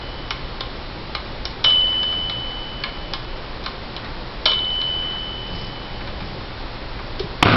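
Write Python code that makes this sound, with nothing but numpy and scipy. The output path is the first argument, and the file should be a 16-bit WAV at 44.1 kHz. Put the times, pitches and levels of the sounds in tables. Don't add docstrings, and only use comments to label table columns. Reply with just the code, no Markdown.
import sys
import numpy as np
from scipy import signal
from scipy.fft import rfft, irfft
from scipy.io import wavfile
from scipy.ndimage import uniform_filter1d

SR = 44100
rng = np.random.default_rng(int(sys.argv[2]) if len(sys.argv) > 2 else 0)


def master_out(mix):
    frames = np.transpose(np.atleast_2d(mix))
    ceiling = np.clip(frames, -1, 1)
    pcm = np.round(ceiling * 32767).astype(np.int16)
    wavfile.write(sys.argv[1], SR, pcm)


N = 333396
TIME = np.arange(N) / SR
AFTER = TIME[:SR // 2]

# (f/Hz, relative level/dB)
HISS_SPECTRUM = [(88, -36.5), (150, -1.5), (282, -3.5), (353, -2), (448, -5.5), (537, -2.5), (652, -7),
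                 (816, -5), (1680, -11.5), (1890, -11), (2590, -14), (4180, -13), (5400, -19.5),
                 (7020, -67), (11900, -120)]
RUMBLE_SPECTRUM = [(5, -8), (25, 5), (42, 1), (55, -2), (64, -0.5), (85, -12.5), (116, -2.5), (145, -12),
                   (200, -32), (500, -74.5)]
# (f/Hz, T60/s)
ROOM_DECAY = [(150, 0.19), (1000, 0.6), (3500, 0.45), (6000, 0.22)]
# (level/dB, T60/s)
BELL_HZ = [2995.2, 3076.7, 3678]
BELL_PARTIALS = [(1.5, 2.725), (-11.5, 3), (-18, 0.32)]
# (t/s, hammer/dB, back board/dB, ring/dB, boost of the second partial/dB)
STROKES = [(1.6445, -13.5, -33, -11.5, 1), (4.459, -12, -27.5, -12.5, 3.5)]
# (t/s, depth/dB, half width/s)
RING_DIPS = [(1.913, 2.698, 0.055), (4.604, 6.199, 0.19)]
# (t/s, level/dB, thin edge/dB)
TICKS = [(0.3064, -18, 0), (0.6071, -21, -1), (1.1502, -18, -2), (1.4534, -23, 8.5), (2.030, -24.5, -2),
         (2.2964, -23, -6), (2.837, -16.5, -10), (3.1357, -19, 3.5), (3.6615, -20.5, -5),
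         (3.9644, -26.5, -1), (4.516, -20.5, -3), (4.8157, -25, -17)]
# (f/Hz, relative level/dB)
SNAP_SPECTRUM = [(100, -42), (2000, -13.5), (2900, 2), (3800, 9), (4350, 4), (4750, -14), (6500, -17)]
EDGE_SPECTRUM = [(1000, -51), (4200, -8.5), (4850, 4), (5400, -4), (6000, -11), (7500, -20)]
CLACK_SPECTRUM = [(60, -30), (400, -6), (1100, -2), (1700, -3.5), (2050, -9.5), (2330, 0.5), (2650, -13.5),
                  (6000, -29)]
# (f/Hz, relative level/dB, T60/s)
BRASS_MODES = [(2970, -4, 0.085), (3140, -2.5, 0.063), (3370, -1.5, 0.039), (3620, -1, 0.059),
               (3890, -2.5, 0.055), (4020, -3, .04), (4190, -2, 0.051), (4580, -9.5, 0.042),
               (4910, -2, 0.026), (5320, -4.5, 0.024)]
CASE_MODES = [(1063, -5, 0.18), (1198, -4.5, 0.11), (1378, -7.5, 0.092), (1570, -9, 0.044), (1710, -5, .06),
              (2176, -5, 0.077), (2356, -3.5, 0.055)]
BOARD_MODES = [(607, 2, 0.22), (651, -0.5, 0.29), (505, -7.5, 0.12)]
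# (delay/s, relative level/dB, hardness/dB, thin edge/dB)
HAMMER_CONTACTS = [(-0.003, -9, 8.5, 8.5), (0, 1.5, 3.5, -6.5), (0.0046, -11, 5.5, -9.5)]
# (t/s, level/dB, hardness/dB)
TOUCHES = [(1.703, -27.5, 3), (2.125, -30, -1), (3.639, -35, 3), (4.045, -35, -0.5), (5.024, -37.5, -5),
           (6.007, -34, -4), (6.073, -32.5, 0), (6.203, -33.5, -3.5), (6.99, -34.5, -5.5), (7.195, -29, 5)]
# (t/s, level/dB, fade/(dB/s))
PIP_TRAINS = [(1.759, -24.5, 17), (4.535, -14, 55)]
# (t/s, duration/s, rub/dB, scuff/dB, swish/dB)
RUBS = [(1.78, 0.29, -53, -41.5, -58), (3.982, 0.17, -63, -38, -61), (5.018, 0.2, -47, -41, -64),
        (5.45, 0.31, -34, -51, -44.5), (6.0, 0.55, -36.5, -56, -53)]
# (f/Hz, relative level/dB)
RUB_SPECTRUM = [(40, -3.5), (115, 2), (200, 0), (280, -27), (1100, -36)]
SCUFF_SPECTRUM = [(200, -28), (700, -6), (1100, -3.5), (2000, -1.5), (2700, -17), (6000, -24.5)]
SWISH_SPECTRUM = [(1000, -25.5), (3000, -12.5), (4400, 8.5), (5200, 12.5), (6000, -14), (8000, -30.5)]
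# (t/s, level/dB, f/Hz, rise time/s)
BUMPS = [(7.2, -16, 401, 0.0059), (7.239, -22.5, 147, 0.0062), (7.478, -19, 180, 0.0074),
         (7.539, -5.5, 234, 0.0017)]
# (t/s, level/dB, decay time/s)
DOOR_BLOWS = [(7.4264, -0.5, 0.0038), (7.4275, 2.5, 0.0022), (7.452, -16, 0.013), (7.473, -20, .003),
              (7.5264, -8.5, 0.0017)]
# (f/Hz, relative level/dB, T60/s)
DOOR_MODES = [(105.6, -10, 0.69), (162, -2, 0.33), (274, -10, .35), (422, 4, 0.28), (713, 16, 0.11),
              (1056, -13, .25), (1280, -9, .25), (1480, -10, .3), (2570, -10, .15)]
# (f/Hz, relative level/dB)
KNOCK_SPECTRUM = [(40, -17.5), (200, 7.5), (700, 1.5), (1300, 5.5), (1700, -21), (2100, 0), (3000, 1.5),
                  (4000, -8), (5400, -14.5), (7000, -38)]
RATTLE_SPECTRUM = [(24, -47), (40, -25), (108, -1), (141, -10), (268, -2), (336, -9), (769, -13),
                   (908, -16.5), (1190, -7), (1370, -8.5), (1490, -7.5), (1760, -18.5), (2300, -15.5),
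                   (4190, -23), (5600, -35), (7280, -65), (12300, -120)]


def amp(db):
    return 10 ** (np.asarray(db) / 20)


def unit_rms(x):
    return x / np.sqrt(np.mean(x ** 2) + 1e-20)


def curve_at(points, hz):
    f, value = np.transpose(points)
    return np.interp(np.log(hz + 1), np.log(f + 1), value)


def add(mix, start, sound):
    part = mix[max(round(start * SR), 0):][:len(sound)]
    part += sound[:len(part)]


def coloured(x, spectrum):
    gain = amp(curve_at(spectrum, np.fft.rfftfreq(len(x), 1 / SR)))
    return unit_rms(irfft(rfft(x) * gain, len(x)))


def crack(spectrum, decay_s):
    envelope = np.exp(-AFTER / decay_s) * (1 - np.exp(-AFTER / 0.00038))
    puff = coloured(rng.standard_normal(len(AFTER)), spectrum) * envelope
    return puff * np.linalg.norm(envelope) / np.linalg.norm(puff)


def ring(modes):
    hz, db, t60 = np.transpose(modes)[:, :, None]
    sizes = amp(db + 2 * rng.standard_normal(db.shape))
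    waves = np.sin(2 * np.pi * (hz * AFTER + rng.random(hz.shape))) * amp(-60 * AFTER / t60)
    onset = 1 - np.exp(-AFTER / 0.0005)
    return (sizes * waves).sum(0) / np.sqrt(np.sum(sizes ** 2) / 2) * onset


def reverberation(x, echoes_per_s=3000):
    signs = rng.choice([-1., 1.], len(AFTER))
    arrivals = (rng.random(len(AFTER)) < echoes_per_s / SR) * (AFTER > .005)
    hz, t, bands = signal.stft(signs * arrivals, SR, nperseg=256)
    decay = amp(-60 * t / curve_at(ROOM_DECAY, hz)[:, None])
    tail = signal.istft(bands * decay, SR, nperseg=256)[1]
    return signal.fftconvolve(x, tail / np.linalg.norm(tail))[:N]


def room_noise(hiss_db=-34, rumble_db=-33, waver_db=0.15):
    rates_hz = np.geomspace(.5, 12, 20)
    waver = unit_rms(sum(np.sin(2 * np.pi * (f * TIME + rng.random())) / np.sqrt(f) for f in rates_hz))
    hiss = coloured(rng.standard_normal(N), HISS_SPECTRUM) * amp(hiss_db + waver_db * waver)
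    rumble = coloured(rng.standard_normal(N), RUMBLE_SPECTRUM) * amp(rumble_db)
    return hiss + rumble


def bell(build_s=0.0067, linger_db=-39.5, linger_boost_db=5.5):
    rings = [(0, linger_db, linger_boost_db)]
    rings += [(start, ring_db, boost_db) for start, _, _, ring_db, boost_db in STROKES]
    onset = 1 - np.exp(-TIME / build_s)
    out = np.zeros(N)
    for start, ring_db, boost_db in rings:
        for hz, (db, t60), extra_db in zip(BELL_HZ, BELL_PARTIALS, (0, boost_db, 0)):
            envelope = amp(ring_db + db + extra_db - 60 * TIME / t60) * onset
            add(out, start, envelope * np.sin(2 * np.pi * (hz * TIME + rng.random())))
    dip_db = sum(depth * np.exp(-((TIME - centre) / width) ** 2) for centre, depth, width in RING_DIPS)
    return out * amp(-dip_db)


def clicks(contacts, snap_db, brass_db, clack_db, case_db, snap_s, clack_s, room_db, lag_s=0.000987):
    out = np.zeros(N)
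    for start, db, hard_db, edge_db in contacts:
        edge = amp(edge_db) * crack(EDGE_SPECTRUM, snap_s)
        metal = amp(snap_db) * crack(SNAP_SPECTRUM, snap_s) + amp(brass_db) * ring(BRASS_MODES)
        wood = amp(clack_db) * crack(CLACK_SPECTRUM, clack_s) + amp(case_db) * ring(CASE_MODES)
        add(out, start, amp(db) * (edge + amp(hard_db) * metal))
        add(out, start + lag_s, amp(db - hard_db) * wood)
    return out + amp(room_db) * reverberation(out)


def escapement(tick_hard_db=3, tock_hard_db=5):
    contacts = [(start, db, tock_hard_db if k % 2 else tick_hard_db, edge_db)
                for k, (start, db, edge_db) in enumerate(TICKS)]
    return clicks(contacts, snap_db=0, brass_db=-7, clack_db=1.5, case_db=-3.5,
                  snap_s=0.0023, clack_s=0.0052, room_db=-8.5)


def hammer():
    contacts = [(start + delay, stroke_db + db, hard_db, edge_db)
                for start, stroke_db, *_ in STROKES
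                for delay, db, hard_db, edge_db in HAMMER_CONTACTS]
    return clicks(contacts, snap_db=3, brass_db=-5, clack_db=3, case_db=-8.5,
                  snap_s=0.0019, clack_s=0.0036, room_db=-6)


def back_board():
    out = np.zeros(N)
    for start, _, board_db, _, _ in STROKES:
        add(out, start, amp(board_db) * ring(BOARD_MODES))
    return out


def touches(edge_db=-7, edge_growth=1.7):
    contacts = [(start, db, hard_db, edge_db + edge_growth * hard_db) for start, db, hard_db in TOUCHES]
    return clicks(contacts, snap_db=0, brass_db=-9.5, clack_db=-1, case_db=-6.5,
                  snap_s=0.0072, clack_s=0.012, room_db=-8.5)


def pips(hz=3700, width_s=0.00076, period_s=0.0567, count=4):
    t = np.arange(-SR // 200, SR // 200) / SR
    envelope = np.exp(-.5 * (t / width_s) ** 2)
    out = np.zeros(N)
    for start, db, fade_db_per_s in PIP_TRAINS:
        for delay in np.arange(count) * period_s:
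            pip = envelope * np.sin(2 * np.pi * (hz * t + rng.random()))
            add(out, start + delay + t[0], amp(db - fade_db_per_s * delay) * pip)
    return out


def rubs(grip_db=3, slip_s=0.018):
    spectra = (RUB_SPECTRUM, SCUFF_SPECTRUM, SWISH_SPECTRUM)
    out = np.zeros(N)
    for start, duration, *levels_db in RUBS:
        envelope = np.sin(np.pi * np.minimum(TIME[:SR] / duration, 1))
        unevenness = unit_rms(uniform_filter1d(rng.standard_normal(SR), int(slip_s * SR)))
        friction = sum(amp(db) * coloured(rng.standard_normal(SR), spectrum)
                       for db, spectrum in zip(levels_db, spectra))
        add(out, start, envelope * amp(grip_db * unevenness) * friction)
    return out


def bumps(room_db=-8):
    out = np.zeros(N)
    for start, db, hz, rise_s in BUMPS:
        age = AFTER / rise_s
        envelope = (age * np.exp(1 - age)) ** 2
        add(out, start, amp(db) * envelope * np.sin(2 * np.pi * hz * AFTER))
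    return out + amp(room_db) * reverberation(out)


def door(ring_db=-23, room_db=-13):
    out = np.zeros(N)
    for start, db, decay_s in DOOR_BLOWS:
        add(out, start, amp(db) * (crack(KNOCK_SPECTRUM, decay_s) + amp(ring_db) * ring(DOOR_MODES)))
    return out + amp(room_db) * reverberation(out)


def rattle(start_s=7.431, lag_s=0.017, attack_s=0.01, hold_s=0.077, fade_db_per_s=80,
           impacts_per_s=7000, spread_db=4, level_db=-14, faint_db=-14):
    sizes = amp(spread_db * np.minimum(rng.exponential(1, N), 4)) * rng.choice([-1., 1.], N)
    impacts = sizes * (rng.random(N) < impacts_per_s / SR)
    t = TIME - start_s - lag_s
    swell_db = faint_db * (1 - np.clip(t / attack_s, 0, 1))
    fade_db = fade_db_per_s * np.maximum(t - attack_s - hold_s, 0)
    envelope = amp(level_db + swell_db - fade_db) * (TIME > start_s)
    return coloured(impacts, RATTLE_SPECTRUM) * envelope


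def scene():
    clock_and_pips = escapement() + hammer() + back_board() + bell() + pips()
    return (clock_and_pips + touches() + rubs() + door() + rattle() + bumps() + room_noise())[None]


def low_pass(x, hz, taps):
    kernel = signal.firwin(taps, hz, window=("kaiser", 8), fs=SR)
    return signal.oaconvolve(x, kernel[None], "same")


def record(dry):
    narrow = low_pass(dry, hz=5680, taps=301)
    return low_pass(np.clip(narrow, -1, 1), hz=14000, taps=511)


dry = scene()
out = record(dry)
master_out(out)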